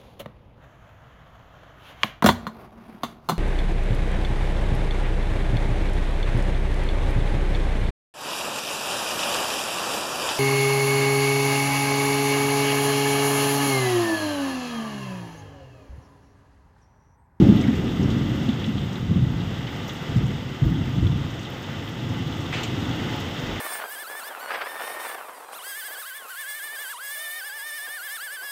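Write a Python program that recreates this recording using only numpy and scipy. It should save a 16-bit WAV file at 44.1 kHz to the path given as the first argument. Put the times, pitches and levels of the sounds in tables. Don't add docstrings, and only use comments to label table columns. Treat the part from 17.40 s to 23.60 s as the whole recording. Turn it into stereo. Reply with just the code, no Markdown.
import sys
import numpy as np
from scipy import signal
from scipy.fft import rfft, irfft, next_fast_len
from scipy.io import wavfile
from scipy.ndimage import uniform_filter1d, minimum_filter1d

SR = 44100
rng = np.random.default_rng(int(sys.argv[2]) if len(sys.argv) > 2 else 0)


def store_pcm(level_fs):
    pcm = np.round(np.clip(level_fs, -1, 1) * 32767).astype(np.int16)
    wavfile.write(sys.argv[1], SR, np.atleast_2d(pcm).T)


N = 273420
TIME = np.arange(N) / SR
SIZE = next_fast_len(N + SR)
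FREQ = np.arange(SIZE // 2 + 1) * SR / SIZE


def undb(db):
    return 10 ** (np.asarray(db) / 20)


def unit(x):
    return x / np.sqrt(np.mean(x ** 2))


def colour(points):
    hz, db = np.transpose(points)
    return undb(np.interp(np.log(FREQ + 1), np.log(hz), db))


def bump(hz, width):
    return 1 / np.sqrt(1 + (2 * (FREQ - hz) / width) ** 2)


def shape(x, gain):
    return irfft(rfft(x, SIZE) * gain, SIZE)[..., :N]


def delay(seconds):
    return np.exp(-2j * np.pi * FREQ * seconds)


def walk(rate):
    knots = rng.standard_normal(1024)
    return np.interp(TIME * rate, np.arange(len(knots)), knots)


def impacts(rate, spread_db):
    hit = rng.random(N) < rate / SR
    size = undb(spread_db * np.minimum(rng.exponential(size=N), np.sqrt(20)))
    return hit * size * np.sign(rng.standard_normal(N))


def burst(start, rise, decay):
    age = np.maximum(TIME - start, 0)
    env = (1 - np.exp(-age / rise)) * np.exp(-age / decay)
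    return env / env.max()


def swell(start, rise, fade, hold=0.045):
    age = TIME - start
    return np.clip(age / rise, 0, 1) * undb(-fade * np.maximum(age - rise - hold, 0))


def even(x, seconds):
    span = max(int(seconds * SR), 2)
    power = uniform_filter1d(uniform_filter1d(x ** 2, span), span)
    return x / np.sqrt(power + 1e-12)


def roll(spectrum):
    # t/s, level/dB, rise/s, fade/(dB/s), growl/dB, deep bass/dB
    swells = [(0.0, -16.5, 0.0017, 46, 4, -9), (0.28, -30.5, .06, 17, 5.5, -2),
              (0.57, -22, 0.022, 13.5, -1.5, -11), (1.28, -26, 0.086, 84, -10, -11),
              (1.53, -22.5, .22, 20.5, -7.5, -8.5), (2.64, -25, .11, 31, -5, -8),
              (3.214, -20, 0.0071, 32.5, -5.5, -11), (3.51, -18, 0.1, 51.5, -11, -9),
              (4.26, -34, 0.033, 8, -5, -19), (4.57, -27.5, .08, 12, -5.5, -20),
              (5.17, -28.5, .21, 15.5, -1.5, -17), (6.0, -41, 0.059, 20, 4, 3)]
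    rumble_db = [-39, -40, -50.5]
    power = undb(rumble_db)[:, None] ** 2
    for start, db, rise, fade, growl_db, deep_db in swells:
        env = swell(start, rise, fade)
        deep_env = env ** 1.4
        power = power + (undb(db) * np.array([env, undb(growl_db) * env, undb(deep_db) * deep_env])) ** 2
    shocks = shape(impacts(rate=900, spread_db=1.0), colour(spectrum))
    growl = 1 / (1 + (190 / (FREQ + 1)) ** 8)
    deep = 1 / (1 + (FREQ / 75) ** 8)
    body = 1 - growl - deep
    bands = [even(shape(shocks, band), seconds=0.086) for band in (body, growl, deep)]
    return undb(-2.0) * np.sum(np.sqrt(power) * bands, axis=0)


def claps():
    # t/s, level/dB, f/Hz
    hits = [(0.001, 0.5, 204), (0.085, 4, 202), (0.281, -5, 205), (0.596, -7, 161.7), (1.083, -7, 200),
            (1.274, -12, 204), (1.709, -8, 174), (1.757, -8.5, 185), (1.818, -7, 128.4), (2.759, -5.5, 136),
            (2.837, -9.5, 124), (3.219, -5, 132), (3.256, -6.5, 89.5), (3.394, -12.5, 110)]
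    out = np.zeros(N)
    for start, db, hz in hits:
        pitch = hz * np.exp(0.17 * walk(rate=220))
        cycles = np.cumsum(pitch * (TIME > start)) / SR
        out += undb(db) * burst(start, rise=0.003, decay=0.019) * np.sin(2 * np.pi * cycles)
    return shape(out, colour([(20, -18), (50, -7), (400, -6), (1500, -25.0)]))


def thunder():
    # f/Hz, first roll level/dB, second roll level/dB
    tones = [(20, -58, -49), (32, -25, -28), (46, -9, 0), (68.4, -4.5, -8), (89, 3.5, -1), (126, 6.5, 2.5),
             (164.4, 3, -2), (207, 1, -8), (247, -3, -6.5), (308.5, -5.5, -6.5), (375, -14.5, -17),
             (520, -24.5, -39), (830, -34.5, -52), (6000, -130, -130)]
    tones = np.array(tones)
    second_roll_s, right_lag_s = 3.214, 0.00024
    crossfade = np.clip((TIME - second_roll_s) / 0.0026, 0, 1)
    direct = (1 - crossfade) * roll(tones[:, [0, 1]]) + crossfade * roll(tones[:, [0, 2]]) + claps()
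    walls = rng.standard_normal((2, N)) * burst(0, rise=0.0069, decay=0.091)
    walls /= np.sqrt(np.sum(walls ** 2, axis=1, keepdims=True))
    echo_eq = colour([(60, -47.5), (150, -19), (300, -6), (600, -3.5), (2000, -34)])
    echo = shape(direct, rfft(walls, SIZE) * echo_eq)
    return np.array([direct, shape(direct, delay(right_lag_s))]) + echo


def rain_wash():
    # f/Hz, level/dB
    rain_tone = [(60, -14), (250, 3.5), (500, 4.5), (650, 2.5), (1030, -1), (1400, 2.5), (1750, 0.5),
                 (2400, -8.5), (2800, -2), (3550, -1.5), (4200, -14), (5500, -15), (7000, -22),
                 (15000, -32)]
    # f/Hz, width/Hz, level/dB
    nooks = [(607, 39, -7), (696, 70, 0.5), (867, 57, 4.5), (1210, 67, 4), (1680, 92, -4.5), (2012, 90, 6),
             (6650, 480, 5)]
    directions, port_gap_m = 12, 0.1422
    spectrum = 0
    for angle in (np.arange(directions) + .5) * np.pi / directions:
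        patter = unit(impacts(rate=900, spread_db=3.0))
        hiss = rng.standard_normal(N)
        flutter = undb(2.25 * walk(rate=14))
        sector = rfft((hiss + undb(-6) * patter) * flutter, SIZE)
        sector *= undb(-1.5 * np.cos(angle))
        lag = port_gap_m * np.cos(angle) / 343
        spectrum = spectrum + np.array([sector, sector * delay(lag)])
    nook_db = sum(db * bump(hz, width) ** 2 for hz, width, db in nooks)
    return unit(irfft(spectrum * colour(rain_tone) * undb(nook_db), SIZE)[:, :N])


def near_rain():
    ticks = np.array([impacts(rate=91, spread_db=4.0) for _ in range(2)])
    tick_eq = colour([(800, -8), (3300, 13), (4500, 5.5), (8000, -1), (15000, -4)])
    out = undb(-26.0) * unit(shape(ticks, tick_eq))
    # f/Hz, width/Hz, level/dB
    splat_bands = [(1960, 660, -16.5), (3360, 930, -15.0), (5900, 4300, -24.5), (13400, 9000, -33.5)]
    tail = rfft(burst(0, rise=0.00082, decay=0.0058), SIZE)
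    for hz, width, db in splat_bands:
        power = shape(impacts(rate=45, spread_db=3.5) ** 2, tail)
        spray = np.sqrt(np.abs(power)) * rng.standard_normal((2, N))
        out = out + undb(db) * unit(shape(spray, bump(hz, width) ** 2))
    return out


def splash(start, rise, decay, eq):
    droplets = np.array([impacts(rate=10000, spread_db=0.5) for _ in range(2)])
    return unit(shape(droplets, eq)) * burst(start, rise, decay)


def fat_drops():
    # t/s, level/dB, f/Hz, decay/s
    drops = [(0.627, -42.5, 5530, 0.0076), (1.129, -33.5, 3350, 0.004), (1.241, -31, 3240, .007),
             (2.270, -30.5, 3270, 0.005), (2.277, -33, 1970, 0.0092), (2.478, -45.5, 6060, 0.03),
             (2.479, -51, 13000, 0.012), (2.865, -48, 7600, .003), (3.249, -56, 13500, .02),
             (3.667, -33, 3300, 0.0055), (3.992, -46, 6200, 0.0086), (4.049, -37.5, 3350, 0.01),
             (4.102, -49, 12500, .004), (5.236, -42, 12500, 0.0008), (5.760, -42, 13500, .001),
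             (5.802, -45, 13500, .001)]
    return sum(undb(db) * splash(start, rise=7 / hz, decay=decay, eq=bump(hz, 0.26 * hz) ** 2)
               for start, db, hz, decay in drops)


def spill():
    # t/s, level/dB, rise/s, decay/s, f/Hz
    splashes = [(5.122, -27, 0.02, 0.039, 2520), (5.165, -34.5, .02, 0.064, 2820),
                (5.228, -33, .004, 0.028, 3120), (5.232, -37.5, .0015, 0.015, 6950)]
    ground = colour([(300, 0), (1500, 2.0), (7500, -3.5), (15000, -20)])
    return sum(undb(db) * splash(start, rise, decay, bump(hz, width=980) * ground)
               for start, db, rise, decay, hz in splashes)


def scene():
    # t/s, level/dB
    shower = [(0.0, -36.5), (1.21, -38.5), (1.75, -42), (2.35, -38), (3.25, -40.3), (4.0, -40),
              (4.65, -39.2), (5.55, -35.5), (6.2, -35.5)]
    # f/Hz, left minus right level/dB
    tilt = [(400, -0.5), (800, -0.5), (1300, -1.5), (2400, -5), (3400, -4), (4400, -7), (8000, -4),
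            (14000, -1.5)]
    bed_trim_db, close_trim_db = 4, [[0.5], [-0.5]]
    bed_db = bed_trim_db + np.interp(TIME, *np.transpose(shower))
    close = (fat_drops() + spill()) * undb(close_trim_db)
    water = undb(bed_db) * (rain_wash() + near_rain()) + close
    left_eq = np.sqrt(colour(tilt))
    return thunder() + shape(water, np.array([left_eq, 1 / left_eq]))


def record(dry):
    # f/Hz, level/dB
    ports = [(8300, 0.5), (9000, -8.5), (9700, -5), (10500, -4), (11300, -10.5), (12000, -4.5),
             (13000, 4.5), (15000, 3.5)]
    ceiling, top_hz = 0.98, 15500
    coloured = shape(dry, colour(ports))
    allowed = ceiling / np.maximum(np.abs(coloured).max(axis=0), ceiling)
    limiter_gain = uniform_filter1d(minimum_filter1d(allowed, size=400), size=400)
    lowpass = signal.ellip(10, .2, 80, top_hz, fs=SR, output="sos")
    return signal.sosfilt(lowpass, coloured * limiter_gain)


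dry = scene()
out = record(dry)
store_pcm(out)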